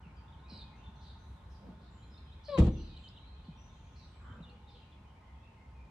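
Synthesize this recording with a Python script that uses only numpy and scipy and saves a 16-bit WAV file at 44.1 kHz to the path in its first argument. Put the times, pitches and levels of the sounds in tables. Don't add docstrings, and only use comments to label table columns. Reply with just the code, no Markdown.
import sys
import numpy as np
from scipy import signal
from scipy.fft import rfft, irfft
from scipy.io import wavfile
from scipy.ndimage import uniform_filter1d

SR = 44100
rng = np.random.default_rng(int(sys.argv[2]) if len(sys.argv) > 2 else 0)


def master_out(mix):
    frames = np.transpose(np.atleast_2d(mix))
    ceiling = np.clip(frames, -1, 1)
    pcm = np.round(ceiling * 32767).astype(np.int16)
    wavfile.write(sys.argv[1], SR, pcm)


N = 260190
TIME = np.arange(N) / SR
HZ = np.fft.rfftfreq(N, 1 / SR)


# start in seconds, push in dB, contact time in seconds.
SEAL_BLOWS = [(2.5417, -37.5, 0.0026), (2.5812, -9.5, 0.0019), (2.592, -32, 0.00047), (2.6165, -23, .0007),
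              (2.6485, -22, 0.0023), (2.6685, -17, 0.0019), (2.792, -30.5, 0.0041)]
# frequency in Hz, level in dB, 60 dB decay time (T60) in seconds.
BODY_MODES = [(41, -10.5, 0.45), (62.3, -2, 0.15), (75.15, -4.5, 0.59), (103, -13.5, 0.31),
              (119.8, -11.5, 0.5), (139.2, -11.5, 0.29), (175.3, 1.9, 0.15), (196.5, -2, 0.12),
              (234, -7.5, 0.17), (278, -3.5, 0.064), (329.2, 0, 0.3), (468, -2, 0.12), (509, -3, 0.17),
              (634, -4, .09), (730, -13, 0.17), (785, -33, 0.049), (944, -7.5, 0.11), (1077, -9.5, 0.086),
              (1133, -9.5, .15), (1260, -5, 0.073)]
# frequency in Hz, T60 in seconds.
PANEL_DECAY = [(100, .31), (350, 0.42), (1000, 0.13)]
# frequency in Hz, relative spectral level in dB.
SHUDDER_SPECTRUM = [(30, -30), (60, -10), (125, -5), (320, -1), (410, -6), (600, -8), (900, -0.5),
                    (1500, -18), (4000, -42.5)]

def body_boom(shudder_db=16):
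    t = np.arange(SR) / SR
    ring = -sum((-1) ** k * gain_of(db - 60 * t / t60) * np.sin(2 * np.pi * hz * t)
                for k, (hz, db, t60) in enumerate(BODY_MODES))
    force = np.zeros(N)
    for start, push_db, contact in SEAL_BLOWS:
        u = 2 * t / contact
        pulse = u * np.exp(-u)
        add(force, start, gain_of(push_db) * pulse / pulse.sum())
    boom = lowpass(signal.fftconvolve(force, ring)[:N], 3000, order=4)
    panels = echoes(force, PANEL_DECAY, rise_s=0.013)[0]
    shudder = filtered(panels, unit_rms(gain_of(curve_at(SHUDDER_SPECTRUM))))
    return boom + gain_of(shudder_db) * shudder


# start in seconds, level in dB, cutoff in Hz, T60 in seconds.
LATCH_CLACKS = [(2.5745, -32, 3700, 0.09), (2.5835, -30.5, 13000, 0.068), (2.597, -39, 7000, 0.1),
                (2.62, -48, 9000, 0.29), (2.642, -50, 9000, 0.19), (2.665, -46, 8600, 0.076),
                (2.676, -45, 3400, 0.059)]
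# frequency in Hz, relative spectral level in dB.
LATCH_SPECTRUM = [(200, -24), (500, 7.5), (900, 3), (1400, -7.5), (2400, -5.5), (3300, -4.5), (4500, -11),
                  (5500, -17), (7200, -13), (11000, -25.5), (12800, -38), (16000, -35.5)]

def latch(rattle_db=-20, rattle_t60=0.11, grain_db=3, rise_s=0.002):
    t = np.arange(SR // 4) / SR
    clacks, hiss = np.zeros((2, N)), noise(0)
    for k, (start, db, cutoff_hz, t60) in enumerate(LATCH_CLACKS):
        attack = 1 - np.exp(-t / rise_s)
        decay = gain_of(-60 * t / t60) + gain_of(rattle_db - 60 * t / rattle_t60)
        grain = unit_rms(gain_of(grain_db * np.tanh(wander(len(t), span=50))))
        burst = gain_of(db) * attack * decay * grain * hiss[:, k * len(t):(k + 1) * len(t)]
        add(clacks, start, lowpass(burst, cutoff_hz, order=2))
    return filtered(clacks, unit_rms(gain_of(curve_at(LATCH_SPECTRUM))))


# start in seconds, length in seconds, level in dB.
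SQUEAK_SLIPS = [(2.482, 0.026, -39), (2.502, 0.0732, -35.5)]

def squeak(start_hz=594, sag=0.09, brake=0.085, jitter=0.0032):
    start, end = SQUEAK_SLIPS[0][0], SQUEAK_SLIPS[-1][0] + SQUEAK_SLIPS[-1][1]
    u = np.linspace(0, 1, int((end - start) * SR))
    hz = start_hz * (1 - sag * u - brake * u ** 6)
    phase = phase_of(hz * (1 + jitter * wander(len(u), span=150)))
    flicker_db = 4.8 * wander((4, len(u)), span=600)
    upper = sum(gain_of(flicker_db[i] - 1.2 * i) * np.sin(k * phase) for i, k in enumerate(range(3, 7)))
    second = gain_of(-24.5 + 25.5 * u) * np.sin(2 * phase)
    tone, swell = np.zeros((2, N))
    add(tone, start, np.sin(phase) + second + gain_of(-23 - 7.5 * u) * upper)
    for onset, length, db in SQUEAK_SLIPS:
        skewed = np.linspace(0, 1, int(length * SR)) ** 1.36
        add(swell, onset, gain_of(db) * abs(np.sin(np.pi * skewed)) ** 0.63)
    return np.sqrt(2) * swell * tone


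# frequency in Hz, left minus right level in dB.
CAR_BALANCE = [(120, 0), (350, 2), (550, 5.5), (1200, 6.5), (3500, 0)]
# frequency in Hz, T60 in seconds.
STREET_DECAY = [(60, 0.36), (250, 0.87), (1000, 0.47), (4000, 0.13), (12000, 0.42)]

def tailgate(street_db=-20, wall_db=-23, wall_delay_s=0.072):
    direct = body_boom() + latch() + squeak()
    sides = gain_of(np.array([[.5], [-.5]]) * curve_at(CAR_BALANCE))
    wall = gain_of(wall_db) * np.exp(-2j * np.pi * HZ * wall_delay_s)
    street = gain_of(street_db) * echoes(direct[0], STREET_DECAY, rise_s=0.023)
    return filtered(direct, sides + wall) + street


# start in seconds, length in seconds, level in dB.
STRUT_PULLS = [(0.953, 0.28, -91), (1.148, 0.34, -85), (1.38, 0.31, -86.5), (1.7, 0.98, -94)]
# frequency in Hz, relative spectral level in dB.
STRUT_SPECTRUM = [(2000, -30), (6000, -5), (9600, -3), (12000, -4), (13500, -19), (16000, -32)]

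def struts():
    return swells(STRUT_PULLS) * noise(curve_at(STRUT_SPECTRUM))


# start in seconds, level in dB, nominal pitch in Hz.
BOOT_STEPS = [(0.063, -43.5, 158), (0.519, -45.5, 207), (.886, -48, 190), (1.685, -44, 229),
              (3.483, -40, 187), (4.298, -49.5, 240), (4.311, -39, 105), (4.401, -40.5, 187)]
# start in seconds, length in seconds, level in dB.
SCUFF_STROKES = [(0.446, 0.21, -57), (1.569, 0.23, -53), (1.75, 0.15, -62), (4.196, 0.35, -60)]
# frequency in Hz, relative spectral level in dB.
SCUFF_SPECTRUM = [(90, -19.5), (200, 4), (330, -13), (600, -9.5), (1200, -28), (8000, -54)]

def boots(thud_s=0.007, sag=0.68):
    u = np.arange(SR // 8) / SR / thud_s
    thuds = np.zeros(N)
    for start, db, hz in BOOT_STEPS:
        pitch = hz * (1 + sag * (np.exp(-u) - .3))
        add(thuds, start, gain_of(db) * u * np.exp(1 - u) * np.sin(phase_of(pitch)))
    street = gain_of(-14) * echoes(thuds, STREET_DECAY, rise_s=0.0096)
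    return thuds + street + swells(SCUFF_STROKES) * noise(curve_at(SCUFF_SPECTRUM))


FLICKS_PER_S = 77

def trill(length, hz, fall_oct=.25, swing_hz=850, narrowing=0.382, swell_db=6):
    fall = glide(length, hz, -fall_oct)
    u = np.linspace(0, 1, len(fall))
    hurry, height = wander((2, len(u)), span=500)
    flick = 1 - abs(np.cos(phase_of(FLICKS_PER_S * (1 + .07 * hurry)) / 2))
    swing = swing_hz * (1 - narrowing * u) * (2 * flick * (1 + 0.1407 * height) - .6)
    dip = 0.52 + 0.1 * u
    return fall + swing, (1 - dip * flick) * gain_of(swell_db * u)


# start and length in seconds, pitch in Hz, glide in octaves, level in dB.
BIRD_CHIRPS = [(0.022, 0.055, 2830, -0.32, -71), (0.16, 0.04, 4780, -0.13, -75),
               (0.32, 0.033, 3420, -0.49, -70), (.39, 0.015, 3650, 0.44, -71.5),
               (0.434, 0.038, 3790, 0.13, -70.5), (.735, 0.027, 2130, 0.094, -70),
               (0.831, 0.073, 3550, -.02, -67.5), (2.017, 0.03, 3950, .2, -69.5),
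               (2.137, 0.038, 3640, 0.0095, -68.5), (2.172, 0.022, 4100, 0.23, -66),
               (2.311, 0.033, 3650, 0.35, -67.5), (2.797, 0.02, 2930, -0.19, -65),
               (2.964, 0.015, 3880, 0.28, -58.5), (2.971, 0.017, 2960, -0.061, -64),
               (3.034, .05, 3088, -0.062, -60.5), (3.073, .02, 4190, 0.68, -61),
               (3.163, 0.016, 3650, 0.26, -63), (3.172, 0.018, 2960, -0.26, -63.5),
               (3.443, 0.038, 4380, -0.37, -72.5), (4.047, 0.32, 7900, -0.3, -84),
               (4.299, 0.035, 3105, -0.042, -68.5), (4.419, 0.038, 3765, -.33, -64),
               (4.482, 0.024, 3600, 0.83, -67.5), (4.668, 0.045, 3690, -0.22, -68.5),
               (4.918, 0.019, 3450, -0.098, -68.5)]
# start and length in seconds, pitch in Hz,
# glide in octaves, waver as a share of the pitch, level in dB.
BIRD_WHISTLES = [(.455, 0.062, 2480, -.12, .02, -72), (.62, 0.071, 2490, 0, .012, -71),
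                 (0.75, 0.071, 6090, -0.06, 0.016, -81), (0.78, .06, 2704, -0.13, 0.016, -72),
                 (0.942, .11, 6090, 0.058, 0.022, -78.5), (1.177, 0.086, 6080, 0, 0.017, -79.5),
                 (1.891, 0.17, 7070, -0.068, 0.026, -79), (2.097, 0.1, 5040, -0.052, 0.016, -72.5),
                 (2.708, 0.13, 6020, 0, 0.0065, -72), (3.555, 0.15, 5930, .09, 0.014, -73.5),
                 (4.452, 0.065, 2855, -0.092, 0.012, -68), (4.701, .08, 3700, -0.96, .07, -70),
                 (4.749, .1, 2965, -.32, 0.063, -70.5), (5.205, .11, 2030, 0.13, 0.037, -72.5),
                 (5.421, 0.083, 2650, .1, 0.037, -71.5), (5.565, 0.071, 2108, -0.052, 0.028, -71),
                 (5.738, 0.097, 2430, -0.071, 0.018, -72.5)]
# start and length in seconds, pitch in Hz, level in dB.
BIRD_TRILLS = [(0.477, 0.17, 4270, -57.5), (0.998, 0.14, 4176, -65.5), (1.485, 0.082, 5270, -73.5),
               (1.799, 0.099, 4180, -73.5), (2.432, 0.16, 4360, -58), (2.748, .2, 4370, -66.5),
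               (2.966, 0.092, 7580, -79.5), (3.681, 0.44, 6200, -80), (3.948, 0.11, 4350, -66.5),
               (4.668, .13, 4360, -71.5)]

def bird_notes(near_db=-63, waver=.011, undertone_ratio=.76, undertone_db=-19):
    for start, length, hz, octaves, db in BIRD_CHIRPS:
        yield start, glide(length, hz, octaves, ease=.7), 1, waver, db, (near_db - db) / 26
    for start, length, hz, octaves, huskiness, db in BIRD_WHISTLES:
        yield start, glide(length, hz, octaves), 1, huskiness, db, (near_db - db) / 15
    for start, length, hz, db in BIRD_TRILLS:
        pitch, loudness = trill(length, hz)
        scattered = 0.15 + max(near_db - db, 0) / 7
        yield start, pitch, loudness, waver, db, scattered
        yield start, undertone_ratio * pitch, loudness, waver, db + undertone_db, scattered


def birds(octave_db=-29, flutter_db=2.5, most_scattered=0.85):
    near, far = np.zeros((2, N)), np.zeros(N)
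    for start, hz, loudness, waver, db, scattered in bird_notes():
        drift, flutter = wander((2, len(hz)), span=200)
        phase = phase_of(hz * (1 + waver * drift))
        envelope = loudness * signal.windows.tukey(len(hz), 1 / 3) * gain_of(flutter_db * flutter)
        voice = np.sin(phase) + gain_of(octave_db) * np.sin(2 * phase)
        note = gain_of(db) * unit_rms(envelope * voice)
        scattered = np.clip(scattered, 0, most_scattered)
        add(near, start, np.sqrt(1 - scattered) * note * gain_of([[-1], [1]]))
        add(far, start, np.sqrt(scattered) * note)
    leaves = gain_of(-6) * echoes(near[1], [(4000, .2)], rise_s=.002)
    trees = echoes(far, [(2000, 1.0), (8000, 0.42)], rise_s=0.0017)
    return near + leaves + trees


def twitter(count, pitch_hz, spread_oct, glide_oct, note_s, waver):
    song = np.zeros(N)
    for k, (when, length, pitch, bend, size) in enumerate(rng.random((count, 5))):
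        centre_hz = pitch_hz * 2 ** (spread_oct * (2 * pitch - 1))
        hz = glide(note_s * (.5 + length), centre_hz, glide_oct * (2 * bend - 1))
        vibrato = waver * np.sin(2 * np.pi * FLICKS_PER_S * (.5 + size) * TIME[:len(hz)])
        note = (.5 + size) * np.hanning(len(hz)) * np.sin(phase_of(hz * (1 + vibrato)))
        add(song, (k + when) / count * N / SR, note)
    return unit_rms(song)


# time in seconds, small birds' level in dB, warblers' level in dB.
CHORUS_LEVELS = [(0.0, -89, -73.5), (0.76, -80, -71.5), (1.02, -69.5, -81), (1.39, -76.5, -105),
                 (1.95, -74.5, -81), (2.6, -68, -69.5), (3.15, -66, -70.5), (3.79, -76.5, -75),
                 (4.6, -80, -75), (5.4, -91, -76), (5.9, -100, -94)]

def chorus(trees_t60=0.32):
    times, small_db, warble_db = np.transpose(CHORUS_LEVELS)
    small = twitter(420, pitch_hz=3615, spread_oct=0.22, glide_oct=0.305, note_s=.035, waver=0.045)
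    warble = twitter(280, pitch_hz=2810, spread_oct=0.35, glide_oct=0.304, note_s=0.0354, waver=0.032)
    song = fader(times, small_db) * small + fader(times, warble_db) * warble
    return echoes(song, [(4000, trees_t60)], rise_s=0.0032)


def crow(start=4.16, length=0.2, pitch_hz=245, throat_hz=1380, width_hz=260, rough=0.0654, db=-64):
    count = int(length * SR)
    phase = phase_of(pitch_hz * (1 + rough * wander(count, span=100)))
    voice = sum(np.sin(k * phase) / (1 + ((k * pitch_hz - throat_hz) / width_hz) ** 2)
                for k in range(4, 10))
    caw = np.zeros(N)
    add(caw, start, gain_of(db) * unit_rms(voice) * signal.windows.tukey(count, .5))
    return echoes(caw, [(1000, 1.0), (3000, 0.19)], rise_s=0.0024)


def far_drone(start=4.27, length=0.6, pitch_hz=164, width_hz=11, db=-68):
    swell = np.zeros(N)
    add(swell, start, signal.windows.tukey(int(length * SR), .5))
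    off_hz = np.minimum(abs(HZ - 3 * pitch_hz), abs(HZ - 5 * pitch_hz))
    return gain_of(db) * swell * noise(-20 * np.log10(1 + (off_hz / width_hz) ** 2))


# frequency in Hz, relative spectral level in dB.
AIR_SPECTRUM = [(15, -14), (28, -37), (45, -1.5), (66, 3.5), (100, -3.5), (190, -10), (330, -21),
                (620, -25), (890, -21.5), (1600, -29), (3000, -37.5), (5500, -45.5), (9500, -54),
                (14000, -63.5)]
# centre in Hz, width in Hz, boost in dB.
TYRE_BANDS = [(836, 15, 1.5), (891.6, 46, 8), (1053.6, 31, 8.5), (1183, 92, -4.5), (1251, 44, 6.5),
              (1460, 28, 8)]
# time in seconds, rumble gain in dB, tyre roar gain in dB.
TRAFFIC_GAINS = [(0, -53, -51), (.8, -51, -47.5), (1.3, -51.5, -51), (2.2, -52, -54), (3.6, -53, -51.5),
                 (4.6, -53, -54.5), (5.3, -55, -50), (5.9, -53.5, -52)]

def far_traffic(hum_hz=66, hum_db=4, air_db=-52, hiss_db=-50, recede_db_per_s=1.26):
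    tyres_db = sum(db * bell(hz, width / 2) for hz, width, db in TYRE_BANDS)
    air = noise(curve_at(AIR_SPECTRUM) + tyres_db + hum_db * bell(hum_hz, 6))
    rumble = filtered(air, 1 / (1 + (HZ / 450) ** 4))
    roar = filtered(air, bell(900, 200))
    hiss = filtered(air, bell(1480, 350))
    times, rumble_db, roar_db = np.transpose(TRAFFIC_GAINS)
    traffic = fader(times, rumble_db) * rumble + fader(times, roar_db) * roar
    traffic += gain_of(hiss_db - recede_db_per_s * TIME) * hiss
    return traffic + gain_of(air_db) * (air - rumble - roar - hiss)


# frequency in Hz, correlation from 0 to 1.
STEREO_COHERENCE = [(70, 1), (130, .99), (280, .93), (600, .55), (1300, .45), (2800, .15)]

def noise(spectrum_db):
    common, opposed = rfft(rng.standard_normal((2, N)))
    angle = np.arccos(np.clip(curve_at(STEREO_COHERENCE), -1, 1)) / 2
    pair = np.cos(angle) * common + np.array([[1], [-1]]) * np.sin(angle) * opposed
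    return unit_rms(irfft(pair * gain_of(spectrum_db), N))


def echoes(x, t60s, rise_s):
    hz, t, bands = signal.stft(noise(0)[:, :SR], SR, nperseg=256)
    decay = gain_of(-60 * t / curve_at(t60s, hz)[:, None])
    tail = signal.istft(bands * decay * (1 - np.exp(-t / rise_s)), SR, nperseg=256)[1]
    return signal.fftconvolve(x[None], tail / np.linalg.norm(tail[0]), axes=1)[:, :N]


def glide(length, hz, octaves, ease=1):
    return hz * 2 ** (octaves * (np.linspace(0, 1, int(length * SR)) ** ease - .5))


def swells(strokes):
    envelope = np.zeros(N)
    for start, length, db in strokes:
        add(envelope, start, gain_of(db) * np.hanning(int(length * SR)))
    return envelope


def wander(shape, span):
    return unit_rms(uniform_filter1d(rng.standard_normal(shape), size=span))


def curve_at(points, hz=HZ):
    knots, values = np.transpose(points)
    return np.interp(np.log(hz + 1), np.log(knots + 1), values)


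def bell(centre_hz, half_width_hz):
    return np.exp(-((HZ - centre_hz) / half_width_hz) ** 2)


def filtered(x, response):
    return irfft(rfft(x) * response, N)


def lowpass(x, hz, order):
    return signal.sosfilt(signal.butter(order, hz, fs=SR, output="sos"), x)


def phase_of(hz):
    return 2 * np.pi * np.cumsum(hz) / SR


def gain_of(db):
    return 10 ** (np.asarray(db) / 20)


def fader(times, db):
    return gain_of(np.interp(TIME, times, db))


def unit_rms(x):
    return x / np.sqrt(np.mean(x ** 2) + 1e-20)


def add(mix, start, sound):
    part = mix[..., max(round(start * SR), 0):][..., :sound.shape[-1]]
    part += sound[..., :part.shape[-1]]


def scene():
    return tailgate() + struts() + boots() + birds() + chorus() + crow() + far_drone() + far_traffic()


def record(dry, low_hz=30, high_hz=15800, fade_in_s=.008, left_delay_s=.000025):
    thin = signal.sosfilt(signal.butter(3, low_hz, "high", fs=SR, output="sos"), dry)
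    thin *= np.minimum(TIME / fade_in_s, 1)
    spaced = filtered(thin, np.exp(-2j * np.pi * HZ * [[left_delay_s], [0]]))
    treble_cut = signal.firwin(511, high_hz, window=("kaiser", 9), fs=SR)
    return signal.oaconvolve(spaced, treble_cut[None], "same")


dry = scene()
out = record(dry)
master_out(out)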